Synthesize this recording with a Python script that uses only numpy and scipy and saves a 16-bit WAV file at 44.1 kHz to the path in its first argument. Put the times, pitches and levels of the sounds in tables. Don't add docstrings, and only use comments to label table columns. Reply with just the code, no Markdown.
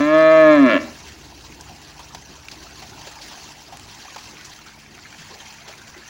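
import sys
import numpy as np
from scipy import signal
from scipy.fft import rfft, irfft, next_fast_len
from scipy.io import wavfile
from scipy.ndimage import uniform_filter1d, minimum_filter1d

SR = 44100
rng = np.random.default_rng(int(sys.argv[2]) if len(sys.argv) > 2 else 0)


def wav_record(signal):
    frames = np.transpose(np.atleast_2d(signal))
    bounded = np.clip(frames, -1, 1)
    quanta = np.round(bounded * 32767).astype(np.int16)
    wavfile.write(sys.argv[1], SR, quanta)


N = 268569
T = np.arange(N) / SR

# f/Hz, relative level/dB
SPRAY_SPECTRUM = [(500, -8.5), (1200, -8.5), (1700, -1.5), (2500, -2.5), (3300, -2), (4500, 0.5),
                  (6700, -2), (7500, -8), (8400, -18), (10000, -16), (13800, -28.5), (14700, -24),
                  (16000, -4)]


def amp(db):
    return 10 ** (np.asarray(db) / 20)


def unit_rms(x):
    return x / np.sqrt(np.mean(x ** 2) + 1e-20)


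def steadied(x, size=1100):
    window = np.hanning(size)
    power = np.convolve(x ** 2, window, "same") / np.convolve(np.ones(len(x)), window, "same")
    return x / np.sqrt(power + 1e-12)


def over_frequency(points, hz):
    f, value = np.transpose(points)
    return np.interp(np.log(hz + 1), np.log(f + 1), value)


def over_time(rows, t):
    times, *columns = np.transpose(rows)
    return [np.interp(t, times, column) for column in columns]


def add(mix, start_s, sound):
    part = mix[round(start_s * SR):][:len(sound)]
    part += sound[:len(part)]


def band(x, hz, reach):
    f = np.fft.rfftfreq(len(x), 1 / SR)
    return irfft(rfft(x) / (1 + ((f - hz) / reach) ** 4), len(x))


def coloured(x, spectrum):
    gain = amp(over_frequency(spectrum, np.fft.rfftfreq(len(x), 1 / SR)))
    return unit_rms(irfft(rfft(x) * gain, len(x)))


def drift(count, hz):
    return unit_rms(band(rng.standard_normal(next_fast_len(count)), 0, hz)[:count])


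def resonate(x, hz, width):
    turn = np.exp(2j * np.pi * np.cumsum(hz * np.ones(len(x))) / SR)
    pole = np.exp(-np.pi * width / SR)
    return 2 * (turn * signal.lfilter([1 - pole], [1, -pole], x / turn + 1e-18)).real


def patchy(x, depth_db, frames, bins):
    spectra = signal.stft(x, nperseg=1024, noverlap=768)[2]
    patches = uniform_filter1d(rng.standard_normal(spectra.shape), bins, 0)
    patches = unit_rms(uniform_filter1d(patches, frames, 1))
    return signal.istft(spectra * amp(depth_db * patches), nperseg=1024, noverlap=768)[1][:N]


def clicks(per_s, spread_db):
    impulses = (rng.random(N) < per_s / SR) * rng.choice([-1, 1], N)
    return unit_rms(impulses * amp(spread_db * np.minimum(rng.exponential(1, N), 4)))


def wind(level_db=-49, fall_db_per_s=0.75, gust_db=1.4):
    # f/Hz, relative level/dB
    spectrum = [(20, -29.5), (38, -14), (52, -2.5), (90, 5), (170, -1), (320, 0.5), (410, -3.5),
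                (500, -9.5), (1200, -33)]
    rumble = coloured(patchy(rng.standard_normal(N), depth_db=2.5, frames=14, bins=4), spectrum)
    return amp(level_db - fall_db_per_s * T + gust_db * drift(N, 3.2)) * rumble


def far_engine(waver_hz=0.5, waver_db=2):
    # f/Hz, level at the start/dB, level at the end/dB
    partials = [(55, -53, -66), (72.8, -53, -70), (148.2, -58.5, -61), (218, -70, -60), (301.5, -59, -69.5)]
    hum = np.zeros(N)
    for hz, start_db, end_db in partials:
        level_db = np.linspace(start_db, end_db, N) + waver_db * drift(N, 2)
        phase = 2 * np.pi * np.cumsum(hz + waver_hz * drift(N, 4.2)) / SR
        hum += amp(level_db) * unit_rms(np.sin(phase))
    return hum


def field_echo(x, first_s=.03, echoes_per_s=2000):
    # f/Hz, t60/s
    decay_times = [(250, 0.37), (700, 0.37), (2000, 0.43), (6000, 0.087)]
    taps = rng.choice([-1., 1.], SR) * (rng.random(SR) < echoes_per_s / SR) * (T[:SR] > first_s)
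    hz, t, spectra = signal.stft(taps, SR, nperseg=256)
    decay = amp(-60 * t / over_frequency(decay_times, hz)[:, None])
    tail = signal.istft(spectra * decay, SR, nperseg=256)[1]
    return signal.fftconvolve(x, tail / np.linalg.norm(tail))[:N]


def grass(start_s=3.74, fade_in_s=0.29, level_db=-55, nearer_db_per_s=2.5):
    stalks = rng.standard_normal(N) + 0.83 * clicks(per_s=200, spread_db=5.5)
    swish = unit_rms(band(patchy(stalks, depth_db=5.5, frames=6, bins=7), hz=1950, reach=700))
    since = T - start_s
    return np.clip(since / fade_in_s, 0, 1) * amp(level_db + nearer_db_per_s * since) * swish


def wading(slosh_db=-3, spray_db=3, bubble_db=-8, surge_db=1.08):
    # t/s, level/dB
    stirring = [(1.02, -45.5), (1.12, -48.5), (2.04, -48), (2.21, -48), (3.33, -44.5), (3.76, -48),
                (4.05, -45.5), (4.53, -47.5), (4.69, -50), (4.97, -50.5), (5.29, -46.5), (5.74, -48),
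                (6.05, -49.5)]
    # f/Hz, relative level/dB
    slosh_spectrum = [(250, -48.5), (500, -13.5), (680, -2), (900, 1.5), (1250, -7), (1700, -6.5),
                      (2100, -20), (2600, -7), (3300, -19), (6000, -31.5)]
    stir_db = over_time(stirring, T)[0]
    slosh = coloured(patchy(rng.standard_normal(N), depth_db=4.0, frames=5, bins=6), slosh_spectrum)
    t = T[:SR // 20]
    bubbles = np.zeros(N)
    for hz in np.geomspace(600, 3000, num=16):
        ping = np.sin(2 * np.pi * hz * t * (1 + 3 * t)) * np.exp(-hz * t / 7)
        bubbles += signal.oaconvolve(clicks(per_s=5, spread_db=5.5), ping)[:N]
    burst = rng.standard_normal(len(t)) * np.exp(-t / 0.005)
    drops = unit_rms(signal.oaconvolve(clicks(per_s=450, spread_db=3.5), burst)[:N])
    fizz = rng.standard_normal(N) + 0.86 * drops
    spray = coloured(patchy(fizz, depth_db=3.0, frames=3, bins=18), SPRAY_SPECTRUM)
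    spray *= amp(0.83 * drift(N, 27))
    spray *= amp(surge_db * drift(N, 8.2))
    water = slosh + amp(bubble_db) * unit_rms(bubbles)
    return amp(stir_db) * (amp(slosh_db) * water + amp(spray_db) * spray)


def hoof_splashes(plop_trim_db=-3, relative_width=0.45, rise_share=0.018):
    # t/s, plop f/Hz, relative plop level/dB, relative
    # burst level/dB, t60/s
    hoof_falls = [(1.06, 1850, -44, -39, 0.43), (1.494, 336, -35.5, -51, 0.072),
                  (1.609, 5900, -29.5, -42, 0.03), (1.685, 678, -37.5, -43, 0.28),
                  (1.992, 960, -33, -33, .09), (2.147, 770, -27.5, -25, 0.041),
                  (2.289, 251, -39, -45, 0.31), (2.484, 2700, -31, -24, 0.021),
                  (2.513, 4500, -30, -34, .075), (2.819, 695, -33, -32, 0.13),
                  (3.069, 420, -32, -34, 0.075), (3.212, 4730, -34, -36, 0.2), (3.31, 900, -38, -36, 0.16),
                  (3.722, 762, -31, -37, 0.14), (3.771, 7500, -30, -31, 0.013),
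                  (3.796, 6800, -33, -34, .018), (4.16, 833, -23, -27, 0.049), (4.179, 915, -37, -31, 0.11),
                  (4.33, 395, -40.5, -58, 0.15), (4.445, 5570, -34, -38, .14), (4.66, 1416, -40, -38, 0.18),
                  (5.055, 1610, -34, -46, 0.061), (5.18, 159, -41, -36, 0.26), (5.3, 442, -40.5, -44, 0.37),
                  (5.675, 358, -40, -31.5, 0.17), (5.961, 352, -38, -40, 0.21)]
    out, t = np.zeros(N), T[:SR // 4]
    for start_s, hz, plop_db, burst_db, t60 in hoof_falls:
        impact, fizz = rng.standard_normal((2, len(t)))
        width = relative_width * hz
        hollow = steadied(resonate(resonate(impact, hz, width), hz, width))
        bubble = 0.21 * np.sin(2 * np.pi * hz * t * (1 + 6 * t))
        spray = amp(-4) * coloured(fizz * abs(fizz), SPRAY_SPECTRUM)
        slap = amp(-8) * unit_rms(band(impact, hz=2400, reach=1200))
        splash = amp(plop_db + plop_trim_db) * (hollow + bubble) + amp(burst_db) * (spray + slap)
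        attack = 1 - np.exp(-t / (rise_share * t60))
        add(out, start_s, attack * amp(-60 * t / t60) * splash)
    return out


def pitch(t, top_hz=158.65, top_s=.254, rise_hz=14.4, sag_hz=74.67, sag_s=.516, slack_hz=79.1):
    rise = rise_hz * np.maximum(1 - t / top_s, 0) ** 2
    sag = sag_hz * (np.maximum(t - top_s, 0) / sag_s) ** 3.5
    waver = 0.47 * np.cos(2 * np.pi * 5.36 * (t - top_s))
    return np.maximum(top_hz - rise - sag, slack_hz) - waver


def vocal_folds(t, creak):
    jitter, shimmer = 0.0027 + .014 * creak, 0.032 + 0.28 * creak
    hz = pitch(t) * (1 + jitter * drift(len(t), 54))
    cycles = np.cumsum(hz) / SR
    offset = (cycles - np.round(cycles)) * SR / hz
    pulses = unit_rms(np.sinc(offset / 2) * np.exp(-(offset / 10) ** 2))
    pulses *= 1 + shimmer * drift(len(t), 50)
    puffs = unit_rms((.5 + np.exp(-(cycles % 1) / .5)) * rng.standard_normal(len(t)))
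    return pulses + amp(np.interp(creak, [0, 1], [-22, -9])) * puffs


def formant(drive, creak, full_hz, creak_hz, width, reach=260, skew_hz=0):
    passed = band(drive, (full_hz + creak_hz) / 2 - skew_hz, reach)
    return resonate(passed, full_hz + (creak_hz - full_hz) * creak, width)


def swell(t, best_hz, reach):
    harmonics = np.arange(1, 12)[:, None] * pitch(t)
    return np.linalg.norm(1 / (1 + ((harmonics - best_hz) / reach) ** 2), axis=0)


def throat_formants(t, drive, creak, wander_db=2.2, bounce_s=.0088, bounce_share=0.19):
    # full-voice f/Hz, creak f/Hz, width/Hz, relative level/dB at full voice and in the creak
    formants = [(1084, 1122, 96, 0, -1), (1249, 1369, 115, -3, 0), (1719, 1731, 99, 0, 1),
                (2091, 2006, 81, -8, -2), (2308, 2301, 135, -8, -3), (2688, 2724, 261, -17, -6),
                (3219, 3159, 157, -20, -15), (3472, 3460, 139, -19, -17), (3986, 3977, 321, -23, -24)]
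    highest_hz = formants[-1][0]
    direct = np.zeros(len(t))
    for full_hz, creak_hz, width, full_db, creak_db in formants:
        level_db = full_db + (creak_db - full_db) * creak
        level_db += wander_db * (full_hz / highest_hz) * drift(len(t), 11.0)
        direct += amp(level_db) * formant(drive, creak, full_hz, creak_hz, width)
    direct = steadied(direct)
    return steadied(direct + bounce_share * np.interp(t - bounce_s, t, direct, left=0))


def buffalo(creak_from_s=.64, creak_full_s=.705, limp_from_s=.774, throb_from_s=.788, end_s=.93):
    # t/s, effort level/dB, mouth opening (0 shut, 1 wide)
    gesture = [(0, -9, 0.1), (.06, -9.5, 0), (.15, -6, 0.57), (.35, -7, 0.85), (.5, -4, 0.53),
               (.57, -7, 0.41), (.62, -8.5, 0.05), (.7, -4.5, 0.57), (.77, -8.5, 0.76), (.8, -18.5, 0),
               (.92, -29, 0)]
    t = T[T < end_s]
    effort_db, opening = over_time(gesture, t)
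    creak = np.interp(t, [creak_from_s, creak_full_s], [0, 1])
    drive = vocal_folds(t, creak)

    nose = steadied(formant(drive, creak, full_hz=277.6, creak_hz=276, width=22, reach=135))
    nose *= swell(t, best_hz=268.4, reach=23.5) * amp(-7.5 * creak)
    nose *= amp(5 * np.sin(2 * np.pi * np.clip((t - throb_from_s) / .046, 0, 2)))

    mouth = steadied(formant(drive, creak, full_hz=641, creak_hz=598, width=70, reach=110, skew_hz=40))
    mouth *= swell(t, best_hz=611.5, reach=48.4) * amp(-13.5 + 14.6 * opening - 7 * creak)

    rasp = amp(-27) * creak * unit_rms(band(drive, hz=4000, reach=1100))
    limp = np.clip((t - limp_from_s) / 0.015, 0, 1)
    throat = (throat_formants(t, drive, creak) + rasp) * amp(-16 + 4.5 * opening - 4.5 * limp)
    return np.pad(amp(effort_db) * (nose + mouth + throat), (0, N - len(t)))


def scene(echo_db=-24):
    low = buffalo()
    echo = amp(echo_db) * field_echo(low)
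    return (low + echo + wading() + grass() + hoof_splashes() + wind() + far_engine())[None]


def record(dry, ceiling=.97, cutoff_hz=15850):
    gain = np.minimum(1, ceiling / (abs(dry) + 1e-9))
    limited = dry * uniform_filter1d(minimum_filter1d(gain, size=400), size=400)
    low_pass = signal.firwin(511, cutoff_hz, window=("kaiser", 9), fs=SR)
    return signal.oaconvolve(limited, low_pass[None], "same")


dry = scene()
out = record(dry)
wav_record(out)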